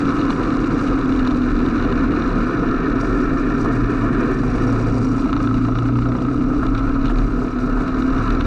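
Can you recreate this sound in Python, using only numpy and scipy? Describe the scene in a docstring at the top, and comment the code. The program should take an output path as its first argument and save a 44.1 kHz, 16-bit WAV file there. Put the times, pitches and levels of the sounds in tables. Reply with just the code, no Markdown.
"""A four-stroke racing kart engine, heard on board: it slows through a long, wet bend, then pulls away.
Its firings drone through the frame and rattle a camera's waterproof case, which knocks on its mount.
The chain clatters and rasps, the tyres scrub and throw spray, and wind and asphalt rumble underneath.
Everything is heard through the case's resonances and a limiter."""
import sys
import numpy as np
from scipy.fft import rfft, irfft, next_fast_len
from scipy.io import wavfile
from scipy.ndimage import uniform_filter1d, minimum_filter1d, map_coordinates

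SR = 44100
rng = np.random.default_rng(int(sys.argv[2]) if len(sys.argv) > 2 else 0)


def log_audio(samples):
    """Write samples as a 16-bit WAV file to the path given in sys.argv[1]."""
    # one column per channel
    frames = np.atleast_2d(samples).T
    # limit to full scale, then quantise
    limited = np.clip(frames, -1, 1)
    pcm = np.round(limited * 32767).astype(np.int16)
    wavfile.write(sys.argv[1], SR, pcm)


N = 373086

# The revs sink through the bend, blip, then climb. Each row: time in seconds, firings a second.
REVS = [(0, 46.42), (.9, 45.13), (1.35, 42.01), (2.0, 38.82), (2.3, 37.93), (2.6, 34.25), (3.4, 32.16),
        (3.7, 30.05), (4.0, 28.88), (4.3, 26.92), (4.65, 28.1), (5.1, 28.66), (5.28, 27), (5.5, 28.21),
        (6.1, 30.62), (7.0, 34.04), (8.46, 38.44)]
# How hard the engine pulls. Each row: time in seconds, load from 0 to 1.
LOAD = [(0, 0.31), (.8, 0.26), (1.15, 0.7), (1.45, 0.6), (1.8, 0.16), (4.25, 0.11), (4.55, 0.26),
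        (5.12, 0.21), (5.3, 0.62), (6.4, 0.6), (7.1, 0.48), (7.4, 0.73), (7.9, 0.8), (8.46, 0.41)]
# How the frame colours the drone. Each row: frequency in Hz, gain in dB.
FRAME_EQ = [(25, -7), (85, -17.5), (110, -18.5), (142, -9.5), (175, -16.5), (205, -29.5), (234, -10),
            (253, 3.5), (278, 0.5), (300, -6.5), (330, -16.5), (400, -17), (600, -33)]
# The eighth harmonic eases off as the revs rise. Each row: firings a second, gain in dB.
EIGHTH_TRIM = [(32, -1), (35, -2.5)]
# The frame's answer to the crankshaft's imbalance. Each row: frequency in Hz, gain in dB.
IMBALANCE_EQ = [(54, -32), (61, -33), (67, -41), (73, -46), (77, -27.5), (84, -28.5), (92, -35), (108, -34),
                (114, -22.5), (119, -21.5), (124, -28.5), (129, -35), (143, -43), (180, -45.5)]
# The fifth harmonic stands out when the engine lugs. Each row: firings a second, level in dB.
LUGGING = [(27, -29.5), (30, -33.5), (34, -37.5)]
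def engine(cycles, firing_hz, load, boom_db):
    """Firing harmonics sweep through the frame's resonances; 2 and 4 carry the crankshaft's imbalance."""
    def harmonic(k):
        flutter = amp(wobble(18))
        return flutter * np.sin(2 * np.pi * (k * cycles + rng.random()) + 0.014 * k * wobble(22))

    eighth_db = along(EIGHTH_TRIM, firing_hz)
    drone = sum(amp(along(FRAME_EQ, k * firing_hz) + (k == 8) * eighth_db) * harmonic(k)
                for k in range(1, 15) if k not in (2, 4))
    crank = sum(amp(along(IMBALANCE_EQ, k * firing_hz)) * harmonic(k) for k in (2, 4))
    lug = amp(along(LUGGING, firing_hz)) * harmonic(5)
    climb_hz_per_s = uniform_filter1d(np.gradient(curves(REVS)[0]) * SR, size=SR // 5)
    pull_db = 2.5 * np.tanh(climb_hz_per_s / 2.2)  # more throb on rising revs, less on falling
    crank_db = pull_db + 14 * np.minimum(load, .26) - 3.4 + 1.7 * wobble(16)
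    return amp(boom_db - 1.5) * np.sqrt(load) * steady(drone, .12) + amp(crank_db) * crank + lug


# Firings stand apart at low revs and merge higher up. Each row: firings a second, pulsing from 0 to 1.
PULSING = [(31, 1), (34, 0.4), (42, 0.3)]
# The dry tone of spits and ticks. Each row: frequency in Hz, gain in dB.
TICK_EQ = [(1000, 4), (2000, 0), (2800, 2), (3200, -4.5), (3600, -3.5), (4100, -3), (4600, -10),
           (5600, -10), (7500, -16.5), (12500, -48)]
def putter(cycles, firing_hz, lock):
    """Pulling at low revs, each firing starts with a crisp spit, its top dulled by the mount."""
    spits = rng.standard_normal(N) * firing_gate(cycles - 0.04, decay=.15, scatter_db=1.5)
    dulled = filtered(spits, lambda hz: amp(along(TICK_EQ, hz)) / (1 + (hz / 4200) ** 4))
    return amp(-45.5) * lock * along(PULSING, firing_hz) * unit(dulled)


# How hard the kart shakes. Each row: time in seconds, case rattle and chain clatter in relative dB.
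SHAKE = [(0.0, -29, -41), (1.2, -30.5, -42.5), (1.5, -31.5, -41.5), (2.1, -30, -41), (2.9, -31.5, -42.5),
         (4.3, -30.5, -43.5), (4.4, -37, -46.5), (4.6, -31.5, -43), (5.05, -33.5, -45.5),
         (5.35, -29.5, -44), (6.4, -34, -48.5), (7.0, -29, -43), (7.35, -35.5, -48), (8.25, -27.5, -42),
         (8.46, -28.5, -39)]
# The chattering case. Each row: resonance in Hz, width in Hz, gain in dB.
CASE_MODES = [(697, 120, -11.5), (1017, 107, -5.5), (1289, 194, 1), (1460, 670, -12.5), (2020, 110, -26),
              (2870, 300, -33)]
# The mount's clearest ring. Each row: resonance in Hz, width in Hz, gain in dB.
MOUNT_MODES = [(1291, 54, 8), (653, 44, 0.5)]
# The mount's rubber seat softens each contact. Each row: frequency in Hz, gain in dB.
RUBBER_EQ = [(400, -1.5), (650, 0), (2800, 1), (4500, -15.5), (9000, -25)]
def rattle(cycles, firing_hz, lock, jolt_db):
    """The case chatters on its mount: at random, or in one ringing burst per firing under load."""
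    flutter_db = 0.8 * (1 - lock) * wobble(18)
    level = amp(curves(SHAKE)[0] - 2.5 + 0.9 * jolt_db + flutter_db)
    chatter = steady(ring(impacts(2000, spread_db=1), CASE_MODES), 0.11)
    pulsing = along(PULSING, firing_hz)
    contacts = impacts(5000, spread_db=1)
    gate = firing_gate(cycles + .018 * wobble(25), decay=.25, scatter_db=.8)
    bursts = unit(contacts * (1 - pulsing + pulsing * gate))
    first_blows = np.diff(np.floor(cycles - .06 + .02 * wobble(25)), prepend=0) > 0
    chug = steady(ring(bursts + amp(-4) * pulsing * unit(first_blows * 1.0), MOUNT_MODES), 0.036)
    mount = filtered(level * np.sqrt(lock) * chug + kicks(), lambda hz: 1 / (1 + (hz / 2100) ** 4))
    return equalise(level * np.sqrt(1 - lock) * chatter + mount, RUBBER_EQ)


# The hardest firings as the kart pulls away. Each row: start in seconds, strength in dB.
KICKS = [(5.179, -24.5), (5.291, -22.5), (5.512, -19), (5.688, -24), (5.894, -22), (6.059, -22),
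         (6.152, -22.5), (6.219, -22), (6.286, -21), (6.409, -27), (6.536, -23.5)]
def kicks():
    """A hard firing strikes the mount once and leaves it ringing."""
    blows = np.zeros(N)
    for start, db in KICKS:
        blows[round(start * SR)] = amp(db)
    rung = ring(blows, MOUNT_MODES)
    return rung * blows.max() / np.abs(rung).max()


# Engine drone and case boom swell and sag together. Each row: time in seconds, gain in dB.
BOOM_SWELL = [(0, 0.5), (.22, 1.5), (.4, 0), (1.0, 0), (1.2, 3), (1.41, 2), (1.49, -2.5), (1.57, 3.5),
              (1.8, 1.5), (2.05, 1.5), (2.25, -1.5), (3.0, 0), (4.0, -0.5), (4.35, 1.5), (5.0, 0),
              (5.15, 2), (5.33, 1.5), (5.62, 0.5), (5.72, 0.5), (6.2, -0.5), (6.5, 3), (6.78, 0.5),
              (6.88, -4.5), (6.96, 2), (7.15, 1.5), (7.33, -3.5), (7.62, -1.5), (8.0, 2), (8.28, -1),
              (8.4, 0)]
# The case's two low notes. Each row: resonance in Hz, width in Hz, gain in dB.
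BOOM_MODES = [(241, 31.8, 1.5), (292, 55, -2.5)]
# High revs favour the upper note. Each row: firings a second, its gain in dB.
BOOM_TILT = [(27, -6), (31, -1), (40, -1.5), (46, 2)]
def case_boom(firing_hz, load, boom_db):
    """Small, dense jolts boom in the case, taking over from the drone as the load drops."""
    jolts = impacts(2000, spread_db=1.5)
    notes = ring(jolts, BOOM_MODES[:1]) - amp(along(BOOM_TILT, firing_hz)) * ring(jolts, BOOM_MODES[1:])
    boom = equalise(notes, [(100, -16.0), (200, 0.0), (235, 0.5), (330, 6.0), (700, -14.0)])
    return amp(boom_db - 2.0) * np.sqrt(1 - load) * steady(boom, 0.058)


# Hard knocks of the case on its mount. Each row: start in seconds, relative level in dB.
KNOCKS = [(.053, -27), (.103, -28), (.1925, -26), (.2135, -23.5), (.227, -28), (.2795, -25), (0.3025, -14),
          (.324, -32), (.4115, -31), (.4325, -25.5), (.641, -27), (.873, -24.5), (.883, -28),
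          (.9405, -27.5), (.984, -29), (1.1209, -24), (1.191, -22.5), (1.2485, -23.5), (1.2724, -18.5),
          (1.3075, -23), (1.3443, -24), (1.4155, -24), (1.5635, -26), (1.6615, -26), (1.6845, -24.5),
          (1.797, -29), (1.8233, -25), (1.835, -31), (1.8475, -26), (1.923, -22.5), (2.1175, -25),
          (2.2205, -26), (5.328, -21), (5.3641, -23.5), (5.4713, -28), (5.541, -24), (5.7851, -24),
          (5.9869, -25), (6.6648, -24), (7.1845, -23), (8.0205, -26.5), (8.1785, -26), (8.2773, -21),
          (8.304, -20.5), (8.408, -16.5), (8.42, -22)]
# The shell's bright clack. Each row: resonance in Hz, width in Hz, gain in dB.
SHELL_MODES = [(1280, 320, 1.5), (2400, 720, -5.5), (2866, 160, 4), (3510, 390, -2.5), (3880, 430, 2),
               (4840, 320, -12.5), (5570, 340, -12.5), (6700, 1200, -21), (8150, 1400, -43),
               (12400, 800, -54.5)]
# Knocks are full at low revs, thin at speed. 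Each row: firings a second, gain of their body in dB.
KNOCK_BODY = [(30, -1), (38, -3.5), (42, -4)]
def knocks(firing_hz):
    """The case hits its mount and the shell rings."""
    shell = ring(contact_bursts(KNOCKS), SHELL_MODES)
    clacks = amp(22) * equalise(shell, [(900, 15.5), (2500, 0), (8000, -6)])
    body = filtered(clacks, lambda hz: 1 / (1 + (hz / 2300) ** 6))
    return clacks - body + amp(along(KNOCK_BODY, firing_hz)) * body


# Light knocks crowd in at speed. Each row: firings a second, average taps a second.
TAP_RATE = [(28, 1.5), (38, 2), (45, 8)]
# Their dry click. Each row: frequency in Hz, gain in dB.
TAP_EQ = [(300, 28.5), (700, 23), (1300, 27), (2000, 21.5), (2800, 23.5), (3250, 15), (4000, 16.5),
          (5200, 5), (8000, 0), (11000, -14)]
def taps(firing_hz):
    """Light knocks land at random and only click."""
    starts = np.flatnonzero(rng.random(N) < along(TAP_RATE, firing_hz) / SR) / SR
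    levels_db = -33.5 + rng.standard_normal(len(starts))
    return equalise(contact_bursts(zip(starts, levels_db)), TAP_EQ)


# Dull clunks. Each row: start in seconds, level in dB.
CLUNKS = [(2.038, -26), (3.03, -26), (3.643, -25.5), (3.657, -26.5), (4.203, -28.5), (4.312, -25.5),
          (4.433, -27), (6.628, -25), (7.097, -24), (7.113, -27.5), (7.77, -29.5)]
# The bracket's hollow tone. Each row: resonance in Hz, width in Hz, gain in dB.
BRACKET_MODES = [(660, 82, 0.5), (1050, 130, -3), (1300, 150, -1), (1730, 250, -11.5)]
def clunks(rise_s=0.0033):
    """The mount bottoms out: a short, dull burst in the bracket's resonances."""
    envelope = np.zeros(N)
    for start, db in CLUNKS:
        age = np.maximum(np.arange(N) / SR - start, 0) / rise_s
        envelope += amp(db) * age * np.exp(1 - np.minimum(age, 60))
    return envelope * steady(ring(rng.standard_normal(N), BRACKET_MODES), 0.013)


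# Short scrapes. Each row: middle in seconds, half length in seconds, level in dB.
SCRAPES = [(6.754, .007, -39), (6.784, 0.011, -40), (7.06, .016, -33.5), (7.102, .024, -38),
           (7.886, 0.011, -40)]
# Their gritty tone. Each row: frequency in Hz, gain in dB.
SCRAPE_EQ = [(500, -11), (1100, 11.5), (2000, -4.5), (2800, 2), (3200, -3.5), (3900, 1), (4600, -10.5),
             (6500, -16.5), (10000, -30.5)]
def scrapes(judder_hz=75.1):
    """The case sticks and slips along its mount in quick, uneven judders."""
    slips = firing_gate(judder_hz * np.arange(N) / SR + .2 * wobble(30), decay=.5, scatter_db=1.5)
    grit = unit(equalise(rng.standard_normal(N) * slips, SCRAPE_EQ))
    return grit * sum(amp(db) * swell(middle, half_s) for middle, half_s, db in SCRAPES)


# The bright clatter of the links. Each row: frequency in Hz, gain in dB.
CHAIN_EQ = [(1500, -19.5), (2300, 7.5), (2600, 2.5), (2850, 0.5), (3200, -13.5), (3550, -3.5), (3950, 2),
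            (4180, 0), (4420, -11), (4750, -5.5), (5200, -15), (5600, -9), (6500, -15.5), (9000, -40)]
def chain_clatter(cycles, lock, jolt_db):
    """The chain clicks unevenly, snatched by some of the firings when the engine pulls."""
    snatch = 9 + 1.8 * lock * firing_gate(cycles + 0.036 * wobble(25), decay=0.2, scatter_db=8.0)
    links = impacts(6000, spread_db=1.5) * amp(2.96 * wobble(170)) * snatch
    return amp(curves(SHAKE)[1] - 5.5 + 0.79 * jolt_db) * steady(equalise(links, CHAIN_EQ), 0.11)


# The rasp peaks as the kart drives the engine in the bend. Each row: time in seconds, level in dB.
RASP_LEVEL = [(0, -37), (1.6, -37), (2.3, -35), (3.6, -38.5), (4.3, -41), (4.5, -48), (7.2, -42.5),
              (8.46, -39.5)]
# How the case colours the rasp. Each row: frequency in Hz, gain in dB.
RASP_EQ = [(800, -16.5), (1050, -2), (1300, 8.5), (1550, -4), (1820, -8.5), (2000, -22), (2400, -17),
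           (3000, -25)]
def chain_rasp(cycles, jolt_db, teeth_per_firing=40):
    """The clutch sprocket's tooth rate and its crankshaft sidebands make a wavering metallic chord."""
    slack_cycles = cycles + 0.0015 * wobble(14)
    chord = np.zeros(N)
    for sideband in range(-8, 9):
        level = amp(-2 * abs(sideband) + 3.4 * wobble(8))
        order = teeth_per_firing + 2 * sideband
        chord += level * np.sin(2 * np.pi * (order * slack_cycles + rng.random()))
    return amp(curves(RASP_LEVEL)[0] + 0.8 * jolt_db) * unit(equalise(chord, RASP_EQ))


# Ticking comes forward at high revs. Each row: firings a second, level in dB.
TICK_LEVEL = [(28, -62.5), (35, -61.5), (39, -49.5), (46, -48)]
def ticks(cycles, firing_hz, jolt_db):
    """Loose parts tick at each crankshaft turn, twice a firing, some much harder than others."""
    contacts = rng.standard_normal(N) * np.minimum(firing_gate(2 * cycles, decay=.16, scatter_db=3.5), 6)
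    return amp(along(TICK_LEVEL, firing_hz) + .6 * jolt_db) * unit(equalise(contacts, TICK_EQ))


# How hard the tyres corner. Each row: time in seconds, relative scrub level in dB.
SCRUB_LEVEL = [(0, -37.5), (1.3, -41), (1.9, -32.5), (2.4, -34.5), (2.8, -29.5), (3.6, -30), (4.3, -28.5),
               (4.42, -33.5), (4.9, -36), (5.3, -58), (7.5, -42), (8.46, -35.5)]
# The voice of the sliding tread. Each row: resonance in Hz, width in Hz, gain in dB.
TYRE_MODES = [(390, 77, 18.5), (691, 56, 9), (1276, 234, 4.5), (1595, 34, 2.5), (1713, 94, 3),
              (2510, 180, -5)]
# Trims the scrub down to its resonances. Each row: frequency in Hz, gain in dB.
SCRUB_EQ = [(120, -15.5), (330, 4), (450, 0), (580, -18.5), (670, -2), (1850, 2.5), (1970, -21),
            (2300, -1.5), (3000, -8), (6000, -30.5), (10000, -49.5)]
def tyre_scrub(slip_hz=299.5):
    """The tread sticks and slips at an unsteady rate, over smooth friction noise."""
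    slip_cycles = np.cumsum(slip_hz * np.exp(.11 * wobble(35))) / SR
    slips = np.diff(np.floor(slip_cycles), prepend=0)
    tread = ring(rng.standard_normal(N) + amp(-2) * unit(slips), TYRE_MODES)
    return amp(curves(SCRUB_LEVEL)[0] + 1.0 + 2.2 * wobble(110)) * unit(equalise(tread, SCRUB_EQ))


# Water off the tyres. Each row: time in seconds, relative level in dB.
SPRAY_LEVEL = [(0.0, -51), (0.5, -53), (1.3, -54.5), (1.9, -58.5), (2.55, -55.5), (2.85, -61.5),
               (3.1, -54.5), (4.3, -55), (4.55, -50.5), (5.0, -48.5), (5.25, -53.5), (6.5, -56.5),
               (7.9, -57), (8.46, -53)]
# Puddles in the bend. Each row: middle in seconds, extra spray in dB.
PUDDLES = [(3.03, 8.5), (3.19, 6), (3.39, 4), (3.63, 4.5), (3.76, 5), (3.98, 3)]
# The spray's tone. Each row: frequency in Hz, gain in dB.
SPRAY_EQ = [(1500, -4.5), (3200, -12.5), (3900, -4), (4400, 1), (4800, 6.5), (5200, -3.5), (5600, 4),
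            (6300, -0.5), (7000, -3), (8400, -6.5), (10000, -12.5), (11300, -17), (12500, -35),
            (14000, -46)]
# Scrub sets how much the water surges. Each row: scrub level in dB, signed swing in dB.
SURGE_DEPTH = [(-55, -2), (-40.5, 2.5), (-25, -3)]
# A faint hiss near 12 kHz that swells and fades. Each row: time in seconds, relative level in dB.
HISS_LEVEL = [(0.0, -94), (1.6, -93.5), (3.0, -87.5), (3.7, -77), (4.55, -80), (5.25, -94.5), (6.7, -82.5),
              (7.9, -78.5), (8.46, -85.5)]
# Its narrow band. Each row: frequency in Hz, gain in dB.
HISS_EQ = [(10500, -34.5), (12000, -0.5), (12800, -1.5), (14000, -21.5)]
# Standing water drums on the floor tray as the bend ends. Each row: frequency in Hz, gain in dB.
WASH_EQ = [(100, -23), (380, -8.5), (490, 2), (580, -13), (670, -4), (850, -13), (1300, -19), (2000, -23.5),
           (2400, -18.5), (3200, -39), (8000, -61.5)]
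def spray(jolt_db):
    """The tyres throw surging water and droplets ping on the case. A faint high hiss sits on top."""
    puddles_db = sum(db * swell(middle, half_s=0.045) for middle, db in PUDDLES)
    spray_db = curves(SPRAY_LEVEL)[0] + .4 * np.minimum(jolt_db, 0) + puddles_db
    droplets = rng.standard_normal(N) + 1.5 * unit(impacts(900, spread_db=3.5))
    water = unit(equalise(droplets, SPRAY_EQ))
    pings = unit(ring(impacts(25, spread_db=1.5), [(5630, 96, -0.5), (3980, 130, -11.0)]))
    depth_db = np.interp(curves(SCRUB_LEVEL)[0], *np.transpose(SURGE_DEPTH))
    surge_db = depth_db * wobble(22) + 2.0 * wobble(70)
    hiss = amp(curves(HISS_LEVEL)[0] + 6.5 + 1.6 * surge_db) * rush(HISS_EQ)
    wash = amp(-36.5 + surge_db) * swell(4.7, half_s=0.46) * rush(WASH_EQ)
    return amp(spray_db - 3.5 + surge_db) * water + amp(spray_db - 9.0) * pings + hiss + wash


# Wind on the case. 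Each row: time in seconds, relative level in dB.
WIND_LEVEL = [(0.0, -32), (1.6, -25), (2.85, -26), (3.05, -23), (4.3, -25), (6.25, -34), (6.6, -20.5),
              (7.25, -19.5), (7.6, -30.5), (8.46, -20.5)]
# Its deep buffeting. Each row: frequency in Hz, gain in dB.
BUFFET_EQ = [(10, -24), (24, -6.5), (31, -11), (36, 5), (43, -3), (52, -16.5), (75, -28), (150, -55.5),
             (400, -100)]
# The hum of the swaying frame. Each row: resonance in Hz, width in Hz, gain in dB.
SWAY_MODES = [(113.4, 3.3, 0)]
def wind(jolt_db):
    """Wind rocks the mount and sways the frame."""
    wind_db = curves(WIND_LEVEL)[0] + 0.5 * jolt_db
    buffet = amp(wind_db - 1.1 + 2.6 * wobble(14)) * steady(rush(BUFFET_EQ), .12)
    sway = amp(wind_db - 11.0) * steady(ring(rng.standard_normal(N), SWAY_MODES), 0.67)
    return buffet + sway


# The low bed of road noise. Each row: frequency in Hz, gain in dB.
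ROAD_EQ = [(30, -14.5), (70, -8), (95, -3.5), (130, 3), (178, 4.5), (215, -1), (300, -1.5), (385, -1.5),
           (430, -2), (505, -3), (590, -14.5), (670, -13.5), (770, -14), (870, -23.5), (1000, -11),
           (1500, -64.5)]
def road(firing_hz, load):
    """The asphalt rumbles, growing with speed and receding under load."""
    speed_db = 0.1153 * (firing_hz - firing_hz.mean())
    return amp(-28.2 + speed_db - 6 * load + 2.42 * wobble(25)) * steady(rush(ROAD_EQ), 0.21)


# Bumps in the track. Each row: time in seconds, strength from 0 to 1.
BUMPS = [(.295, 1), (7.08, 0.3), (8.29, 0.3)]
def bumps(depth_db=7, half_s=0.02, dip_delay_s=0.054):
    """A gain curve in dB: a short jolt, then a brief dip in loudness."""
    return depth_db * sum(strength * (swell(s, half_s) - swell(s + dip_delay_s, half_s))
                          for s, strength in BUMPS)


def amp(db):
    """Decibels to gain."""
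    return 10 ** (np.asarray(db) / 20)


def unit(x):
    """Scale to rms 1."""
    return x / np.sqrt(np.mean(x ** 2) + 1e-20)


def along(points, hz):
    """Read (Hz, value) points on a log axis."""
    point_hz, values = np.transpose(points)
    return np.interp(np.log(hz + 1), np.log(point_hz + 1), values)


def curves(rows):
    """One value per sample for each column after the time."""
    times, *columns = np.transpose(rows)
    return [np.interp(np.arange(N) / SR, times, column) for column in columns]


def wobble(rate):
    """A smooth random curve, rate knots a second."""
    knots = rng.standard_normal(int(N * rate / SR) + 4)
    return map_coordinates(knots, [np.arange(N) * rate / SR], mode="mirror")


def swell(middle_s, half_s):
    """A bell-shaped envelope of height 1."""
    return np.exp(-((np.arange(N) / SR - middle_s) / half_s) ** 2)


def filtered(x, response):
    """Shape x by a complex frequency response."""
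    size = next_fast_len(N + SR // 2)
    return irfft(rfft(x, size) * response(np.fft.rfftfreq(size, 1 / SR)), size)[:N]


def equalise(x, eq):
    """Colour x with a curve of (Hz, dB) points."""
    return filtered(x, lambda hz: amp(along(eq, hz)))


def rush(eq):
    """Coloured noise of rms 1."""
    return unit(equalise(rng.standard_normal(N), eq))


def ring(x, modes):
    """Play x through parallel resonances of alternating polarity."""
    return filtered(x, lambda hz: sum(
        (-1) ** k * amp(db) * 1j * hz * width / (centre ** 2 - hz ** 2 + 1j * hz * width)
        for k, (centre, width, db) in enumerate(modes)))


def steady(x, seconds):
    """Hold x at rms 1 over the given time, keeping its faster flutter."""
    size = int(seconds * SR)
    power = uniform_filter1d(uniform_filter1d(x ** 2, size), size)
    return x / np.sqrt(np.abs(power) + 1e-12)


def impacts(rate, spread_db):
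    """Random impulses of uneven size, rate a second."""
    hits = (rng.random(N) < rate / SR) * rng.choice([-1, 1], N)
    return hits * amp(spread_db * np.clip(rng.standard_normal(N), -2, 2))


def contact_bursts(rows, rise_s=0.0013):
    """A few milliseconds of tiny contacts for each (seconds, dB) row."""
    t = np.arange(SR // 40) / SR
    burst = t * np.exp(-t / rise_s)
    envelope = np.zeros(N + SR)
    for start, db in rows:
        envelope[round(start * SR):][:len(t)] += amp(db) * burst / np.linalg.norm(burst)
    return rng.choice([-1, 1], N) * envelope[:N]


def firing_gate(cycles, decay, scatter_db):
    """An envelope that fires once a cycle, never equally hard; decay is a share of the cycle."""
    strengths = amp(scatter_db * rng.standard_normal(1000))
    return unit(strengths[cycles.astype(int) % len(strengths)] * np.exp(-(cycles % 1) / decay))


def limiter(x, ceiling, hold_s):
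    """Turn the gain down around every peak that would pass the ceiling."""
    size = int(hold_s * SR)
    gain = np.minimum(1, ceiling / (np.abs(x) + 1e-9))
    return x * uniform_filter1d(minimum_filter1d(gain, size), size)


# The rattle locks best to slow firings. Each row: firings a second, locked share per unit of load.
LOCK_PER_LOAD = [(30, 1.1), (36, 0.89), (42, 0.25)]
def scene():
    """The on-board mix: revs, load and bumps drive the kart's parts."""
    firing_hz = curves(REVS)[0] * (1 + 0.001983 * wobble(9))
    cycles = np.cumsum(firing_hz) / SR - .26  # starting phase of the firing cycle
    load = curves(LOAD)[0]
    lock = np.clip(load * along(LOCK_PER_LOAD, firing_hz), 0, 1)  # share of rattle in time with firings
    jolt_db = bumps()
    boom_db = -20.5 + curves(BOOM_SWELL)[0] + 1.4 * wobble(10) + 0.57 * jolt_db
    mix = engine(cycles, firing_hz, load, boom_db) + rattle(cycles, firing_hz, lock, jolt_db)
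    mix += chain_clatter(cycles, lock, jolt_db) + chain_rasp(cycles, jolt_db)
    mix += putter(cycles, firing_hz, lock) + ticks(cycles, firing_hz, jolt_db) + scrapes() + clunks()
    mix += wind(jolt_db) + case_boom(firing_hz, load, boom_db) + road(firing_hz, load)
    mix += tyre_scrub() + spray(jolt_db)
    mix += knocks(firing_hz) + taps(firing_hz)
    return mix[None]


# Narrow peaks and dips that the case puts on everything. Each row: frequency in Hz, gain in dB.
CASE_EQ = [(185, 0), (205, -3), (228, 0), (550, 0), (590, -0.5), (630, 0), (2550, 0), (2680, -3),
           (2800, 1.5), (2980, -1.5), (3190, -3), (3380, 1), (3900, -1), (4150, 0.5), (4380, -2.5),
           (4650, 0.5), (4900, -1)]
def record(dry):
    """The sealed case colours and muffles the sound; the camera limits the peaks and cuts the top."""
    muffle_eq = [(9000, 2), (11200, -9.0), (12500, -9.0), (13500, -18.0)]
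    muffled = filtered(dry[0], lambda hz: amp(along(CASE_EQ, hz) + along(muffle_eq, hz)))
    limited = limiter(muffled * amp(1.0), ceiling=0.38, hold_s=0.023)
    return filtered(limited, lambda hz: hz < 13500)[None]


dry = scene()
out = record(dry)
log_audio(out)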